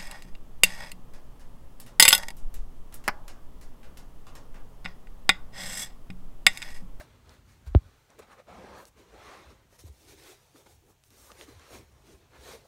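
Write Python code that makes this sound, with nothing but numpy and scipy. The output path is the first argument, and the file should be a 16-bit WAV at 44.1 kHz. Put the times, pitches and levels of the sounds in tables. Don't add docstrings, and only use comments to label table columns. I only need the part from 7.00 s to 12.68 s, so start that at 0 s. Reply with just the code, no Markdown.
import sys
import numpy as np
from scipy import signal
from scipy.fft import rfft, irfft
from scipy.io import wavfile
from scipy.ndimage import uniform_filter1d

SR = 44100
rng = np.random.default_rng(int(sys.argv[2]) if len(sys.argv) > 2 else 0)


def to_wav(sig):
    pcm = np.clip(np.atleast_2d(sig), -1, 1) * 32767
    pcm = np.round(pcm).astype(np.int16)
    wavfile.write(sys.argv[1], SR, pcm.T)


N = 250461

# (time at full speed [s], hold [s], rise [s], fall [s], relative levels of pile, cloth and hollow [dB],
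#  tilt of pile and hollow [dB/octave], tilt of cloth [dB/octave])
STROKES = [ (0.0, 0.0058, .01, 0.03, -51.5, -56.5, -60, 2, -1),
           (0.04, 0.065, .05, 0.27, -65.5, -77.5, -66, 3, -1),
           (0.302, 0.037, 0.052, 0.058, -62, -71.5, -57, 4.5, -4),
           (0.49, 0.028, 0.027, 0.084, -69.5, -68.5, -80, 1, -2),
           (.667, .013, 0.0058, 0.017, -58.5, -61.5, -65, 0, -1.5),
           (0.783, 0.15, 0.3, 0.29, -67.5, -74.5, -71, 2.5, -1.5),
           (1.1, 0.014, 0.0097, 0.094, -63, -75.5, -69, -1.5, -6),
           (1.191, 0.01, 0.0086, .016, -54.5, -64.5, -49.5, 0, 0),
           (1.222, 0.007, 0.0092, 0.027, -55.5, -68.5, -68, -1.5, -7),
           (1.319, 0.011, 0.041, 0.028, -54, -67, -60, -2, -3.5),
           (1.388, 0.014, 0.023, .018, -55.5, -71, -58, -1, -4.5),
           (1.486, 0.22, 0.012, 0.064, -53.5, -68.5, -61, -3, -6.5),
           (1.748, 0.059, .06, 0.042, -50.5, -67.5, -58, -0.5, -3),
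           (1.79, .04, 0.037, .025, -63, -64, -72, 2, 5),
           (1.871, 0.015, .012, 0.0077, -68.5, -60.5, -69, -3, 3),
           (1.977, 0.025, .014, 0.058, -64.5, -67, -57.5, -3.5, -3.5),
           (2.139, 0.0072, 0.015, 0.021, -56, -73, -55, -3.5, -6),
           (2.268, .07, 0.14, 0.15, -52, -62.5, -54.5, 1.5, -5.5),
           (2.497, 0.016, .03, 0.03, -75, -69, -54.5, 1.5, -4.5),
           (2.727, 0.039, 0.022, 0.0096, -66.5, -66, -70.5, 0, 0.5),
           (2.792, 0.016, 0.0085, 0.025, -66, -57.5, -75, -3, 1),
           (2.868, 0.017, .025, 0.013, -68, -61, -62, -1, 1),
           (3.008, 0.042, 0.14, .03, -72, -65, -67, -5, 0.5),
           (3.087, 0.042, 0.027, 0.031, -64.5, -58.5, -58.5, 1, -1),
           (3.188, 0.052, .03, .05, -72, -62, -62, -1, -2),
           (3.271, 0.048, .07, 0.041, -61.5, -57, -54.5, 6.5, -1),
           (3.368, 0.1, .03, 0.17, -73, -70, -80, -3.5, -0.5),
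           (3.564, 0.035, 0.021, 0.045, -71, -63, -58, 4, .5),
           (3.662, 0.0058, .004, 0.021, -62.5, -64, -56, -3, -4),
           (3.709, 0.014, 0.057, 0.055, -71, -63.5, -71, -3, 2),
           (3.901, 0.011, 0.074, 0.029, -69, -69.5, -63, -2, 4),
           (4.045, 0.03, .01, .02, -90, -69.5, -79, -4, 5),
           (4.116, 0.031, .02, 0.041, -75, -66, -63.5, -5, -2),
           (4.193, 0.081, .06, 0.089, -65.5, -59, -67, -2, 2.5),
           (4.307, .015, 0.027, .015, -59, -71, -55.5, 0, 0),
           (4.409, 0.026, 0.066, 0.02, -63.5, -56, -53, 2.5, -2),
           (4.485, 0.024, 0.036, 0.1, -63.5, -63, -55.5, 4, -2),
           (4.62, 0.052, 0.052, .05, -60.5, -66, -67, 3, -4),
           (4.732, 0.028, 0.046, 0.05, -55.5, -54.5, -47.5, 3, -1),
           (4.898, .12, 0.057, .05, -70.5, -75, -76, -2, -1),
           (5.068, 0.066, 0.038, 0.063, -68, -65, -56, -4, -2),
           (5.212, 0.033, 0.033, .05, -71, -78, -65, -3, -9),
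           (5.355, 0.016, 0.036, 0.03, -57, -75, -60, 1.5, -6),
           (5.487, 0.045, 0.078, 0.049, -53, -53, -48, 1, -2),
           (5.651, .01, .03, .03, -66.5, -69.5, -73, -2, 2), ]


def rubbing():
    # (frequency [Hz], relative level [dB])
    pile_colour = [(100, -26.5), (200, -0.5), (330, -13.5), (520, 3), (680, 0.5), (950, -0.5), (1250, -0.5),
                   (1800, -6), (2300, -11), (3000, -15.5), (4200, -15), (5200, -29), (9000, -33),
                   (16000, -54)]
    canvas_colour = [(500, -9.5), (1500, -3.5), (2300, 2.5), (2900, -1.5), (4000, 2), (4950, -1), (5600, 2),
                     (6600, 1), (7600, -1.5), (9600, -0.5), (10400, -7.5), (11500, -3), (14000, -7.5),
                     (16000, -7.5)]
    hollow_colour = [(100, -31), (190, -13), (290, -2.5), (400, 0), (500, -4.5), (620, -11), (900, -17),
                     (2000, -43)]
    pile_db, cloth_db, hollow_db, pile_tilt, cloth_tilt = np.transpose(STROKES)[4:]
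    pile = friction(pile_colour, pile_db, pile_tilt, pivot_hz=1200, catches_per_s=1700,
                    spread_db=2.0, grain=0.6, patchy_db=2, ripple_db=2.0)
    cloth = friction(canvas_colour, cloth_db, cloth_tilt, pivot_hz=7500, catches_per_s=1100,
                     spread_db=2.5, grain=0.55, patchy_db=2.5, ripple_db=1.14)
    hollow = friction(hollow_colour, hollow_db, pile_tilt, pivot_hz=400, catches_per_s=460,
                      spread_db=1.0, grain=0.413, patchy_db=3.5, ripple_db=2.5)
    return gain_of(0.5) * pile + gain_of(1.5) * cloth + gain_of(-1.5) * hollow


def friction(colour, stroke_db, stroke_tilt, pivot_hz, catches_per_s,
             spread_db, grain, patchy_db, ripple_db):
    powers = np.square([gain_of(db) * movement(*row[:4]) for row, db in zip(STROKES, stroke_db)])
    total_power = powers.sum(0)
    tilt_db = stroke_tilt @ powers / total_power
    sizes = gain_of(spread_db * np.minimum(rng.exponential(1, N), 3)) * rng.choice([-1, 1], N)
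    catches = unit_rms(sizes * (rng.random(N) < catches_per_s / SR))
    hiss = coloured(grain * catches + rng.standard_normal(N), colour)
    hz, frames, spectra = signal.stft(hiss, SR, nperseg=1024, noverlap=768)
    octaves = np.log2(np.clip(hz / pivot_hz, 0.2, 4))
    brightness = gain_of(octaves[:, None] * stretched(tilt_db, len(frames)))
    patches = patchy_db * blotches(spectra.shape, bins=5, frames=6)
    ripples = ripple_db * blotches(spectra.shape, bins=3, frames=45)
    drift = unit_rms(gain_of(patches + ripples))
    rub = signal.istft(spectra * brightness * drift, nperseg=1024, noverlap=768)[1]
    return stretched(np.sqrt(total_power), N) * rub[:N]


def heel():
    # (time [s], first pitch [Hz], last pitch [Hz], glide [s], peak [dB], swell [s], compactness)
    vibrations = [(.7489, 3460, 2400, 0.0012, -30.5, 0.00019, 1),
                  (.7494, 1125, 217, 0.00068, -9.5, 0.0012, 0.83),
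                  (.7499, 1160, 329, .0022, -26, 0.0035, 1.6),
                  (.7506, 124.6, 40.95, .017, -5.5, 0.012, 2.54)]
    out = np.zeros(N)
    for start, *vibration in vibrations:
        add(out, start, damped_pulse(*vibration))
    t = np.arange(SR // 20) / SR
    crunch = gain_of(-39.5) * rng.standard_normal(len(t)) * np.exp(-t / 0.0028)
    add(out, vibrations[0][0], crunch)
    return lowpass(out, edge_hz=4800, order=10)


def damped_pulse(first_hz, last_hz, glide_s, db, swell_s, compactness):
    t = np.arange(SR // 4) / SR
    hz = last_hz + (first_hz - last_hz) * np.exp(-t / glide_s)
    envelope = (t / swell_s * np.exp(1 - t / swell_s)) ** compactness
    return -gain_of(db) * envelope * np.sin(2 * np.pi * np.cumsum(hz) / SR)


def air_rush_and_knocks():
    # (time [s], nominal pitch [Hz], peak [dB], swell [s])
    pulses = [(0.665, 64, -31.5, 0.02), (.702, 49.3, -31, 0.022), (1.1963, 486, -39, 0.003),
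              (1.579, 197, -48.5, 0.011), (2.135, 400, -52.5, 0.0065), (2.465, 64, -51, 0.023),
              (2.836, 333, -48, 0.0043), (2.839, 85, -40.5, 0.017), (2.887, 70, -42, 0.018),
              (3.544, 294, -53, 0.0076), (4.480, 277.5, -49, 0.0086), (4.536, 87, -51, 0.03),
              (4.746, 249, -49.5, 0.011), (5.135, 65, -47, 0.013)]
    out = np.zeros(N)
    for start, hz, db, swell_s in pulses:
        add(out, start, damped_pulse(1.4 * hz, 0.81 * hz, swell_s, db, swell_s, compactness=2.14))
    return out


def ticks():
    # (time [s], peak [dB], ring [Hz], treble share [dB], treble edge [Hz])
    snaps = [(0.294, -40, 4500, -10, 10100), (1.1035, -46.5, 6200, -8, 9000),
             (1.192, -35.5, 8000, 12, 16100), (1.1974, -38.5, 2000, -9, 14000),
             (1.2222, -45, 1600, -7, 7000), (1.471, -51, 1200, -9, 5000), (1.854, -38.5, 6300, -14, 15000),
             (1.883, -52, 11000, -3, 16100), (3.5598, -47, 1000, -10, 2200), (3.6635, -54, 1300, -13, 4000),
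             (4.038, -41.5, 2590, 11, 11000), (4.064, -54, 7500, -8, 13000),
             (4.0825, -54, 7500, -14, 10000), (4.1054, -44.5, 5000, 6, 15000),
             (4.3178, -33.5, 2040, -3, 7500), (4.4118, -32.5, 2240, -18, 3930),
             (4.596, -43.5, 5430, -9, 12000)]
    out = np.zeros(N)
    t = np.arange(SR // 20) / SR
    for start, db, hz, treble_db, edge_hz in snaps:
        scatter = rng.standard_normal(len(t)) * (np.exp(-t / 0.00069) + 0.22 * np.exp(-t / 0.0036))
        crack = scatter + 6 * (t == 0)
        ring = signal.lfilter(*signal.iirpeak(hz, Q=1.4, fs=SR), crack)
        snap = lowpass(unit_rms(ring) + gain_of(treble_db) * unit_rms(crack), edge_hz, order=4)
        add(out, start, gain_of(db) * snap / abs(snap).max())
    return out


def squeaks():
    # (middle time [s], pitch [Hz], bandwidth [Hz], level [dB], length [s])
    slips = [(0.009, 600, 54, -49, 0.03), (.010, 1680, 120, -49.5, 0.021), (1.33, 1100, 400, -68, 0.034),
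             (3.905, 960, 250, -65, 0.017), (4.304, 1200, 81, -55, 0.02)]
    out = np.zeros(N)
    for middle, hz, width_hz, db, length in slips:
        ring = signal.lfilter(*signal.iirpeak(hz, Q=hz / width_hz, fs=SR), rng.standard_normal(SR // 4))
        fade = signal.windows.hann(round(length * SR))
        add(out, max(middle - length / 2, 0), gain_of(db) * unit_rms(ring[-len(fade):]) * fade)
    return out


def shifting_legs():
    # (time [s], hold [s], level [dB])
    shifts = [(0, 0.18, -57.5), (0.224, 0.63, -58.5), (0.824, 0.042, -55), (1.185, .02, -61),
              (1.518, .22, -58), (1.988, 0.31, -63), (2.452, 0.064, -55.5), (2.654, 0.21, -64),
              (3.08, 0.13, -64), (3.732, .02, -63.5), (4.18, 0.25, -63.5), (4.46, 0.13, -60.5),
              (4.73, 0.077, -55), (4.915, 0.34, -65), (5.353, 0.24, -60)]
    # (frequency [Hz], relative level [dB])
    board_colour = [(15, -30), (35, -11.5), (55, 4.5), (80, -0.5), (120, -6.5), (170, -14.5), (260, -14),
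                    (600, -55), (2000, -76)]
    swells = [gain_of(db) * movement(start, hold, rise_s=0.04, fall_s=0.071) for start, hold, db in shifts]
    weight = np.linalg.norm(swells, axis=0)
    return stretched(weight, N) * coloured(rng.standard_normal(N), board_colour)


def room_tone():
    # (frequency [Hz], relative level [dB])
    room_colour = [(12, -39), (20, -14.5), (130, -8), (158, -15.5), (192, -30), (754, -27), (866, -23),
                   (1110, -31.5), (3220, -31.5), (4890, -36.5), (6470, -33.5), (10100, -40.5),
                   (15800, -39.5)]
    return gain_of(-66.5) * coloured(rng.standard_normal(N), room_colour)


def movement(start, hold_s, rise_s, fall_s):
    t = np.arange(0, N, 32) / SR
    away = np.maximum(start - t, 0) / rise_s + np.maximum(t - start - hold_s, 0) / fall_s
    return gain_of(-10 * np.minimum(away, 10))


def blotches(shape, bins, frames):
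    field = uniform_filter1d(rng.standard_normal(shape), size=bins, axis=0)
    return unit_rms(uniform_filter1d(field, size=frames, axis=1))


def coloured(x, colour):
    hz, db = np.transpose(colour)
    bin_db = np.interp(np.log(np.fft.rfftfreq(N, 1 / SR) + 1), np.log(hz + 1), db)
    return unit_rms(irfft(rfft(x) * gain_of(bin_db), N))


def lowpass(x, edge_hz, order):
    return signal.sosfilt(signal.butter(order, edge_hz, fs=SR, output="sos"), x)


def stretched(curve, count):
    return np.interp(np.linspace(0, 1, count), np.linspace(0, 1, len(curve)), curve)


def gain_of(db):
    return 10 ** (np.asarray(db) / 20)


def unit_rms(x):
    return x / np.sqrt(np.mean(x ** 2) + 1e-20)


def add(mix, start, sound):
    part = mix[round(start * SR):][:len(sound)]
    part += sound[:len(part)]


def scene():
    shoes = rubbing() + heel() + air_rush_and_knocks() + ticks() + squeaks()
    return (shoes + shifting_legs() + room_tone())[None]


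def record(dry):
    taps = signal.firwin(801, cutoff=15800, window=("kaiser", 9), fs=SR)
    return signal.oaconvolve(dry, taps[None], "same")


dry = scene()
out = record(dry)
to_wav(out)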